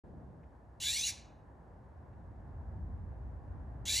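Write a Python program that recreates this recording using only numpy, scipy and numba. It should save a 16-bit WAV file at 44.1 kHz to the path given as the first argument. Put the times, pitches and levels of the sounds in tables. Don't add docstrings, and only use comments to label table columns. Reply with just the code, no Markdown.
import sys
import numpy as np
from scipy import signal
from scipy.fft import rfft, irfft, next_fast_len
from scipy.io import wavfile
from numba import njit

SR = 44100
rng = np.random.default_rng(int(sys.argv[2]) if len(sys.argv) > 2 else 0)


def transcribe(u):
    v = np.clip(np.atleast_2d(u).T, -1, 1)
    q = np.round(v * 32767).astype(np.int16)
    wavfile.write(sys.argv[1], SR, q)


N = 176400


def undb(db):
    return 10 ** (np.asarray(db) / 20)


def unit(x):
    return x / np.sqrt(np.mean(x ** 2))


def at(table, hz):
    f, v = np.array(table, float).T
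    return np.interp(np.log(np.maximum(hz, 1)), np.log(f), v)


def colour(x, table):
    size = next_fast_len(x.shape[-1] + 4096)
    gain = undb(at(table, np.fft.rfftfreq(size, 1 / SR)))
    return irfft(rfft(x, size) * gain, size)[..., :x.shape[-1]]


def walk(hz):
    f = np.fft.rfftfreq(N, 1 / SR)
    return unit(irfft(rfft(rng.standard_normal(N)) / (1 + (f / hz) ** 2) ** 2, N))


@njit
def svf(x, hz, width):
    y, b, l = np.empty(len(x)), 0., 0.
    for i in range(len(x)):
        g, k = np.tan(np.pi * hz[i] / SR), width / hz[i]
        v = (b + g * (x[i] - l)) / (1 + g * (g + k))
        b, l, y[i] = 2 * v - b, l + 2 * g * v, k * v
    return y


def resonance(hz, width):
    hz = np.minimum(hz * np.ones(N), .45 * SR)
    return unit(svf(svf(rng.standard_normal(N), hz, float(width)), hz, float(width)))


# frequency in Hz, level of the side signal against the mid in dB.
SIDE_LEVEL = [(50, -16.5), (130, -11.5), (300, -9.5), (700, -6), (1400, -2.5), (8000, -12.5)]

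def diffuse_noise(spectrum):
    mid, side = unit(colour(rng.standard_normal((2, N)), spectrum))
    return mid + colour(side, SIDE_LEVEL) * np.array([[1], [-1]])


# frequency in Hz, relative spectral density in dB.
WASH = [(30, -17.5), (60, 2), (120, 1), (250, -4), (450, -8.5), (800, -7.5), (1050, -12.5), (1300, -21),
        (1700, -19.5), (2200, -33.5), (3000, -44), (6000, -62)]
RUMBLE = [(20, -43.5), (32, -27), (45, -5), (58, 0), (78, -1.5), (105, -7), (150, -16), (230, -20),
          (400, -36.5), (1000, -83.5), (4000, -110)]
UPPER_BASS = [(40, -44.5), (110, 3.5), (190, 1.5), (300, -8.5), (700, -15), (1500, -43), (4000, -61),
              (8000, -130)]
AIR_HISS = [(2000, 1.5), (4500, 0), (7500, -2.5), (11000, -7), (13000, -18.5)]
# time in seconds, level of the rumble in dB.
RUMBLE_LEVEL = [(0, -54.5), (.3, -55.5), (.45, -60), (.9, -55.5), (1.5, -58), (1.9, -57), (2.3, -48.5),
                (2.67, -46), (2.77, -41), (2.93, -41.5), (3.08, -43), (3.17, -46.5), (3.27, -43),
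                (3.42, -46.5), (3.55, -41.5), (3.67, -46.5), (3.8, -44.5), (4, -45.5)]

def background(t):
    rise_db_per_s, bass_end_s, bass_fade_s = 1.42, .57, .31
    wash = diffuse_noise(WASH) * undb(-58 + rise_db_per_s * (t - t.mean()) + .6 * walk(9))
    rumble = diffuse_noise(RUMBLE) * undb(np.interp(t, *np.array(RUMBLE_LEVEL).T))
    bass = diffuse_noise(UPPER_BASS) * undb(-53) * np.clip((bass_end_s - t) / bass_fade_s, 0, 1)
    return wash + rumble + bass + diffuse_noise(AIR_HISS) * undb(-89.5)


# time of the peak in seconds, centre frequency in Hz, level in dB.
RUSTLES = [(0.438, 2090, -73.5), (2.137, 1510, -72)]

def leaf_rustles(t):
    spread_s = .004
    return sum(resonance(hz, width=900) * undb(db) * np.exp(-.5 * ((t - peak_s) / spread_s) ** 2)
               for peak_s, hz, db in RUSTLES)


# frequency in Hz, time in seconds for the echo to decay by 60 dB.
ECHO_T60 = [(1500, .62), (4000, .43), (8000, .32), (15000, 0.17)]

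def garden_echo(t):
    build_up_s, side_gain = .013, .15
    hz, frame_s, noise = signal.stft(rng.standard_normal((2, SR)), SR, nperseg=256)
    decay = np.exp(-np.log(1000) * frame_s / at(ECHO_T60, hz)[:, None])
    tail = signal.istft(noise * decay, SR)[1][:, :SR]
    mid, side = unit(tail * np.minimum(t / build_up_s, 1) ** 2) * undb(-12) / np.sqrt(SR)
    return mid + side_gain * side * np.array([[1], [-1]])


# frequency in Hz, phase lead of the left channel over the right in radians.
STEREO_PHASE = [(20, 0), (2300, 0), (3000, .5), (4300, .45), (5200, 0), (6800, 0), (7250, -1.1),
                (8150, -1.8), (8500, -3.1), (9800, -6.2), (10500, -6.4), (11700, -9.3), (12300, -9.5),
                (13600, -12.5), (14600, -12.8), (15300, -15.7)]

def garden(sound):
    ground_lag_s, ground_gain, fence_decay_s = .00178, .42, .006
    t = np.arange(SR) / SR
    early = unit(rng.standard_normal(SR) * np.exp(-t / fence_decay_s)) * undb(-9.5) / np.sqrt(SR)
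    early[0] += 1
    early[round(ground_lag_s * SR)] += ground_gain
    paths = (early + garden_echo(t)) / np.linalg.norm(early)
    size = next_fast_len(N + SR)
    phase = at(STEREO_PHASE, np.fft.rfftfreq(size, 1 / SR))
    widening = np.exp(.5j * phase * np.array([[1], [-1]]))
    return irfft(rfft(sound, size) * rfft(paths, size) * widening, size)[:, :N]


# frequency in Hz, relative spectral density in dB.
CLOSING_SPECTRUM = [(1200, -28.5), (1600, -7), (2400, -2.5), (3200, -11.5), (4200, -4.5), (5700, 5),
                    (6800, -1), (8500, -3.5), (12000, -11), (15500, -21)]

def closing_rasp(t):
    peak_s, spread_s = 1.086, .015
    envelope = np.exp(-.5 * ((t - peak_s) / spread_s) ** 2)
    return unit(colour(rng.standard_normal(N), CLOSING_SPECTRUM)) * undb(-33) * envelope


# centre at mid-glide in Hz, shift in Hz per Hz of glide, width in Hz,
# relative level at mid-glide in dB, change of that level in dB per octave of glide.
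FORMANTS = [(2007, 1.1, 140, -6.5, 11.5), (2830, 1.62, 270, -3.5, 7.5), (4250, 2.3, 680, -.5, -15),
            (5680, 1.15, 260, -7.5, 20), (7800, 2.4, 650, -3.5, -3.5)]

def throat(glide_hz):
    middle_hz = 2000
    octaves = np.log2(glide_hz / middle_hz)
    gains = np.array([undb(db + tilt * octaves) for *_, db, tilt in FORMANTS])
    rings = np.array([resonance(centre + shift * (glide_hz - middle_hz), width)
                      for centre, shift, width, *_ in FORMANTS])
    return (gains * rings).sum(0) / np.linalg.norm(gains, axis=0)


# frequency in Hz, relative spectral density in dB.
BREATH_HISS = [(900, -54.5), (1400, -16.5), (2000, -11.5), (2900, -10.5), (3900, -1.5), (5000, -3),
               (7400, 0), (9000, -5), (10500, -9), (13000, -10.5), (15500, -21.5)]

def screech(t, contour):
    attack_s, release_s = .002, .016
    times, hz, db, hiss_db = np.array(contour, float).T
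    wobble = 1 + .008 * walk(hz=120)
    rings = throat(np.interp(t, times, hz) * wobble)
    hiss = unit(colour(rng.standard_normal(N), BREATH_HISS))
    hiss_gain = undb(np.interp(t, times, hiss_db))
    air = (rings + hiss_gain * hiss) / np.hypot(1, hiss_gain)
    attack = np.clip((t - times[0]) / attack_s + 1, 0, 1)
    release = np.exp(-np.maximum(t - times[-1], 0) / release_s)
    return air * attack * release * undb(np.interp(t, times, db))


# time in seconds, glide frequency in Hz (near the lowest formant),
# level before the beak in dB, hiss against the resonances in dB.
SCREECHES = [
    [(.802, 1428, -45.5, 1), (.828, 1497, -37, 1.5), (.875, 1682, -32.5, -0.5), (.938, 1910, -34, 0),
     (.982, 2299, -34, -4), (1.035, 2627, -35.5, -4), (1.068, 2878, -34.5, 0), (1.086, 2306, -43, 7),
     (1.098, 1714, -46.5, -2.5)],
    [(3.855, 1460, -43.5, 0), (3.875, 1536, -37, 2), (3.895, 1720, -33, -0.5), (3.93, 1790, -33, 5),
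     (3.955, 1950, -31, 1), (4.0, 2208, -32.5, -0.5)],
]
# frequency in Hz, gain in dB.
BEAK = [(700, -40), (1250, -19), (1600, -5), (2000, -4), (2350, 0), (2800, -3), (3400, -1.5), (3950, 2),
        (4400, .5), (4900, -3.5), (6300, 0), (7200, -1), (8000, 1), (10000, -1), (15000, -1.5)]

def owl(t):
    flutter_db = .97
    air = sum(screech(t, contour) for contour in SCREECHES) + closing_rasp(t)
    flutter = unit(undb(flutter_db * walk(hz=420)))
    return colour(air * flutter, BEAK)


def scene():
    t = np.arange(N) / SR
    return garden(owl(t)) + background(t) + leaf_rustles(t)


def record(dry):
    start_s, fade_s, cutoff_hz = .037, .003, 15400
    gate = np.clip((np.arange(N) / SR - start_s) / fade_s, 0, 1)
    low_pass = signal.ellip(10, .2, 80, cutoff_hz, fs=SR, output="sos")
    return signal.sosfilt(low_pass, dry * gate)


dry = scene()
out = record(dry)
transcribe(out)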